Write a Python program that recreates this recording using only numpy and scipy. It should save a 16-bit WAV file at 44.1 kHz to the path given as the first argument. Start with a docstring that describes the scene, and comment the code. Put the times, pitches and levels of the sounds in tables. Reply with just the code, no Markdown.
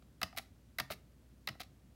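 """Three close clacks of a keyboard's space bar, pressed by a finger in a quiet room.
Each press is a tap that takes up the bar's slack, then a clack as it bottoms out and shakes the desk.
On release the bar and its stabiliser wire rattle back up. A low rumble and mains hum lie underneath."""
import sys
import numpy as np
from scipy import signal
from scipy.fft import rfft, irfft
from scipy.io import wavfile
from scipy.ndimage import uniform_filter1d

SR = 44100
rng = np.random.default_rng(int(sys.argv[2]) if len(sys.argv) > 2 else 0)


def inscribe(sig):
    """Save sig as 16-bit PCM at rate SR to the path in sys.argv[1].

    A 1-D sig is mono; a 2-D sig holds one channel per row.
    Samples are clipped to [-1, 1] before scaling.
    """
    pcm = np.round(np.clip(np.atleast_2d(sig).T, -1, 1) * 32767)
    wavfile.write(sys.argv[1], SR, pcm.astype(np.int16))


N = 85995

# bottom-outs: t/s, level/dB, bass/dB, presence/dB, treble/dB
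BOTTOMS = [(.2310, -28.5, 2.5, -3, 1), (0.7989, -31, -2.5, -12, 1.5), (0.8012, -30.5, 2.5, -3.5, -3.5),
           (1.4867, -37.5, -6.5, -7, -2.5), (1.4893, -34, 0, -9, -7.5)]
# burst spectrum: f/Hz, level/dB
BOTTOM_COLOUR = [(100, -4), (200, -5), (450, -16), (700, -6.5), (950, -4.5), (1250, -5.5), (2100, 0.5),
                 (3400, -1), (5200, 0.5), (6700, -13.5), (10000, -13.5), (13500, -13.5), (16000, -12.5)]
# spring modes: f/Hz, level/dB, t60/s
SPRING_MODES = [(1745, -38, 0.2), (1836, -26.5, .25), (1900, -37.5, 0.18), (4500, -41, .22),
                (5020, -43, .22)]


def bottom_outs():
    """The bar hits bottom, sometimes one end after the other; the spring rings faintly."""
    out = np.zeros(N)
    for s, db, *tone_db in BOTTOMS:
        clack = contact(BOTTOM_COLOUR, "bottom", tone_db, ring_db=-5.5, crack=.65, travel_s=.00052)
        add(out, s, amp(db) * clack)
        add(out, s, amp(db) * ringing(SPRING_MODES))
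    return out


# finger landings: t/s, level/dB, bass/dB, presence/dB, treble/dB
TAPS = [(.2157, -32.5, 2.5, -8, -7.5), (.7854, -32, 0.5, -4.5, -1), (1.4739, -31.5, 0, -2.5, -9)]
# burst spectrum: f/Hz, level/dB
TAP_COLOUR = [(100, -17), (450, -19.5), (750, -14.5), (1000, -12), (1300, -6.5), (1600, -5.5), (2000, 2),
              (2420, -6.5), (2800, -10.5), (4000, -4.5), (5400, -8), (7200, -19.5), (10000, -16.5),
              (12500, -11), (16000, -21)]


def finger_taps(scuff_db=-55, scuff_lead_s=.0012):
    """Skin scuffs the bar just before the finger lands on it."""
    out = np.zeros(N)
    for s, db, *tone_db in TAPS:
        scuff = contact(TAP_COLOUR, "tap", (0, 0, 0), ring_db=-2.5, crack=0, travel_s=.0007)
        tap = contact(TAP_COLOUR, "tap", tone_db, ring_db=-4.5, crack=.1, travel_s=.0022)
        add(out, s - scuff_lead_s, amp(scuff_db) * scuff)
        add(out, s, amp(db) * tap)
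    return out


# rebound hits: t/s, level/dB, bass/dB, presence/dB, treble/dB
RATTLES = [(0.3642, -52.5, -6, 5.5, -3), (0.3713, -36.5, 1, -1, -10.5), (0.3755, -39, -0.5, 8, 0.5),
           (.3835, -34.5, -3.5, 6, -3), (.3935, -48, 7, 2, -18), (.9000, -56, 4, 9, -13),
           (.9030, -39.5, 11.5, -1.5, -17), (.9078, -46.5, -1.5, 10.5, -5), (.9130, -43, 12, 1, -3.5),
           (0.9163, -38.5, -17, 2.5, -5), (.9205, -40, -7, 6.5, -7), (.9258, -46.5, -1.5, 7, -4),
           (.9332, -50, -7, 1, -1), (.9368, -51, -14, 6, -5), (1.5980, -49, -1, -3, -11),
           (1.6002, -53, -7.5, 0, -1), (1.6032, -46.5, 10.5, 11, -6.5), (1.6052, -46.5, 0.5, 7.5, -2),
           (1.6113, -48.5, 5.5, 7.5, -16), (1.6131, -45.5, -8, 9.5, -3.5), (1.6175, -46, 1.5, 4.5, -24),
           (1.6327, -51.5, -17.5, 6, -7.5)]
# finger shifts: t/s, level/dB, bass/dB, presence/dB, treble/dB
SHIFTS = [(0.0232, -66, 13, 5, -22), (0.3275, -54.5, 12, -4, -22), (0.3498, -60, 2, -8, -23),
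          (1.5520, -58, 14.5, -32, -17)]
# burst spectrum: f/Hz, level/dB
RATTLE_COLOUR = [(100, -5.5), (230, -2.5), (420, -7.5), (700, -19.5), (900, -9.5), (1300, -0.5), (2100, 4),
                 (3200, -2.5), (5000, -4.5), (7200, -9.5), (12000, -1), (16000, -2.5)]


def rattles():
    """The bar rattles as it springs back and ticks softly as the finger shifts."""
    out = np.zeros(N)
    for s, db, *tone_db in RATTLES + SHIFTS:
        hit = contact(RATTLE_COLOUR, "rattle", tone_db, ring_db=-8, crack=.3, travel_s=.0007, damping=1.1)
        add(out, s, amp(db) * hit)
    return out


# bar and case modes: f/Hz, t60/s before the cap, tap level/dB, bottom level/dB, rattle level/dB
BAR_MODES = [(649, 0.11, -13.5, -11, -11), (720, .04, -10.5, -10.5, -12), (792, 0.11, -18, -22, -14),
             (1232, .035, -9, -6, -8), (1341, 0.033, -12.5, -11, -6.5), (1640, 0.018, -12.5, -35, -27),
             (1954, 0.011, -5.5, -3, -13), (2087, 0.016, -4, -4.5, -5), (2656, 0.032, -6, -9, -22),
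             (2922, 0.021, -23, -5, -13), (3873, 0.025, -4.5, -25, -10), (4080, 0.015, -7, -9.5, -14),
             (4720, 0.0233, -28.5, -9.5, -50), (4935, 0.015, -18.5, 0, -18.5)]
# plastic decay: f/Hz, t60/s before damping
PLASTIC_DECAY = [(150, 0.036), (700, 0.057), (1500, 0.016), (4000, 0.036), (8000, 0.024), (15000, 0.014)]
# bass, mid, presence and treble points: f/Hz
TONE_HZ = (800, 1800, 4500, 11000)
T60_CAP_S = .042


def contact(colour, kind, tone_db, ring_db, crack, travel_s, damping=1.25, size=8192):
    """One hit on the bar: a sharp crack, a dense burst of plastic resonances and the main modes."""
    t, hz = np.arange(size) / SR, np.fft.rfftfreq(size, 1 / SR)
    burst, ring = np.zeros(size), np.zeros(size)
    for f, share, noise in bands(rng.standard_normal(size)):
        shape = bending_envelope(t, f, lookup(PLASTIC_DECAY, f) / damping, travel_s)
        burst += np.sqrt(share) * unit(noise * shape)
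    burst[0] += crack
    lumps_db = 10 * np.log10(uniform_filter1d(abs(rfft(burst)) ** 2, size=70) + 1e-9)
    burst = unit(coloured(burst, lookup(colour, hz) - lumps_db))  # flatten, then colour
    column = ("tap", "bottom", "rattle").index(kind)
    for f, t60, *levels_db in BAR_MODES:
        shape = bending_envelope(t, f, min(t60, T60_CAP_S), travel_s)
        ring += amp(levels_db[column]) * unit(shape * sine(f, t))
    bass, presence, treble = tone_db
    tone = list(zip(TONE_HZ, (bass, 0, presence, treble)))
    body = coloured(burst + amp(ring_db) * ring, lookup(tone, hz))
    return body * np.sqrt(.003 * SR)  # energy 1 -> RMS 1 over 3 ms


def bending_envelope(t, hz, t60, travel_s, rise_s=.0003):
    """A bending wave arrives, swells and dies, treble first; travel_s and rise_s hold at 1 kHz."""
    slowness = 1000 / hz
    age = np.maximum(t - travel_s * min(slowness, 2), 0)
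    return (1 - np.exp(-age / (rise_s * slowness))) * decay(age, t60)


# hollow knocks: t/s, level/dB, f/Hz
CASE_KNOCKS = [(.3290, -58, 770), (.3485, -52.5, 765), (.3735, -42, 650), (.3920, -49, 752),
               (.9028, -37.5, 628), (.9105, -45.5, 453), (.9225, -48.5, 752), (1.6020, -42, 727)]


def case_knocks(rise_s=.0042, t60_s=.022):
    """A low case mode swells over a few cycles as the finger eases and the bar lifts."""
    out, t = np.zeros(N), np.arange(SR // 8) / SR
    shape = (1 - np.exp(-(t / rise_s) ** 2)) * decay(t, t60_s)
    for s, db, hz in CASE_KNOCKS:
        add(out, s, amp(db) * shape / shape.max() * np.sin(2 * np.pi * hz * t))
    return out


# thin ticks: t/s, level/dB, centre f/Hz
PART_TICKS = [(0.2148, -42, 12800), (0.375, -54, 13600), (0.7853, -44, 12600), (0.9094, -38.5, 14800),
              (0.9078, -48, 12500), (0.9338, -54, 13900), (1.4728, -37.5, 13400)]


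def part_ticks(sigma_hz=3100, t60_s=.0066, size=1024):
    """Small parts tick: bursts of very high fizz that die in milliseconds."""
    out, t, hz = np.zeros(N), np.arange(size) / SR, np.fft.rfftfreq(size, 1 / SR)
    for s, db, centre_hz in PART_TICKS:
        band = np.exp(-.5 * ((hz - centre_hz) / sigma_hz) ** 2)
        fizz = irfft(rfft(rng.standard_normal(size)) * band)
        add(out, s, amp(db) * np.sqrt(size) * unit(fizz) * decay(t, t60_s))
    return out


# pushes on the desk: t/s, level/dB
THUMPS = [(.2345, -51.5), (0.8089, -48.5), (0.9056, -67), (1.4922, -47)]
# desk modes: f/Hz, level/dB, t60/s
DESK_MODES = [(85.7, 2, 0.11), (130, 4.5, 0.15), (171.5, -0.5, 0.12), (215.3, -0.5, .12), (312, -4.5, 0.12)]


def desk(rise_s=.0054):
    """Firm strokes drive the low modes of the keyboard on the desk."""
    out, t = np.zeros(N), np.arange(SR // 2) / SR
    for s, db in THUMPS:
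        add(out, s, amp(db) * ringing(DESK_MODES) * (1 - np.exp(-t / rise_s)))
    return out


# reverberation: f/Hz, level/dB, t60/s
ROOM_TAIL = [(150, -1, 0.19), (670, -17.5, 0.31), (1680, -18.5, 0.33), (2340, -20.5, .27), (4900, -18, .28),
             (7200, -15, 0.23), (15000, -20.5, .2)]


def room(x, tails=3, delay_s=.008):
    """Diffuse tails of a small room; feeds crossfade, so successive clicks meet different echoes."""
    out, t = np.zeros(N), np.arange(SR // 2) / SR
    half_turns = 8.3 * np.arange(N) / SR
    for k in range(tails):
        tail = np.zeros(len(t))
        for f, share, noise in bands(rng.standard_normal(len(t))):
            fading = unit(noise * decay(t, lookup(ROOM_TAIL, f, column=2)))
            tail += np.sqrt(share) * amp(lookup(ROOM_TAIL, f)) * fading
        feed = np.sqrt(2 / tails) * np.cos(np.pi * (half_turns + k / tails))
        add(out, delay_s, signal.fftconvolve(x * feed, tail))
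    return out


# noise floor: f/Hz, relative level/dB
FLOOR_SPECTRUM = [(15, -71.5), (25, -52), (39, -16.5), (50, -12), (64, -13), (80, -5), (130, -7.5),
                  (165, -10.5), (263, -13.5), (416, -24), (641, -26.5), (796, -33), (1260, -34.5),
                  (2350, -37.5), (9070, -43), (16000, -45)]


def background(floor_db=-63.5, hum_db=-65.5, hum_hz=59.95):
    """Low room rumble, faint hiss and mains hum."""
    gain = amp(lookup(FLOOR_SPECTRUM, np.fft.rfftfreq(N, 1 / SR)))
    noise = irfft(rfft(rng.standard_normal(N)) * gain, N)
    hum = np.sqrt(2) * sine(hum_hz, np.arange(N) / SR)
    return amp(floor_db) * np.sqrt(N) * unit(noise) + amp(hum_db) * hum


def amp(db):
    return 10 ** (np.asarray(db) / 20)


def decay(t, t60):
    return np.exp(-np.log(1000) * t / t60)


def sine(hz, t):
    """Sine with random phase."""
    return np.sin(2 * np.pi * (hz * t + rng.random()))


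def ringing(modes):
    """Sum of decaying partials."""
    t = np.arange(SR // 2) / SR
    return sum(amp(db) * decay(t, t60) * sine(f, t) for f, db, t60 in modes)


def lookup(points, hz, column=1):
    """Interpolate on a log-frequency axis."""
    table = np.array(points, float)
    return np.interp(np.log(hz + 1), np.log(table[:, 0] + 1), table[:, column])


def unit(x):
    """Scale to energy 1."""
    return x / np.sqrt(np.sum(x ** 2) + 1e-30)


def add(mix, start_s, sound):
    part = mix[round(start_s * SR):][:len(sound)]
    part += sound[:len(part)]


def bands(x, count=18):
    """Yield overlapping bands: centre f/Hz, share of the spectrum, signal."""
    hz, centres = np.fft.rfftfreq(len(x), 1 / SR), np.geomspace(120, 16000, count)
    for centre, pick in zip(centres, np.eye(count)):
        window = np.interp(hz, centres, pick)
        yield centre, window.mean(), irfft(rfft(x) * window, len(x))


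def coloured(x, db):
    """Minimum-phase filter from dB per bin."""
    log_gain = np.log(amp(db))
    mirrored = np.r_[log_gain, log_gain[-2:0:-1]]
    response = np.exp(np.conj(signal.hilbert(mirrored)))
    return irfft(rfft(x) * response[:len(db)])


def scene():
    """Key, room, desk and background, in mono."""
    key = finger_taps() + bottom_outs() + rattles() + case_knocks() + part_ticks()
    return (key + room(key) + desk() + background())[None]


LOW_CUT_HZ, HIGH_CUT_HZ = 42, 16050


def record(dry):
    """Microphone bass roll-off, then the band limit."""
    highpass = signal.butter(4, LOW_CUT_HZ, "highpass", fs=SR, output="sos")
    lowpass = signal.firwin(255, HIGH_CUT_HZ, window=("kaiser", 9), fs=SR)
    return signal.oaconvolve(signal.sosfilt(highpass, dry), lowpass[None], "same")


dry = scene()
out = record(dry)
inscribe(out)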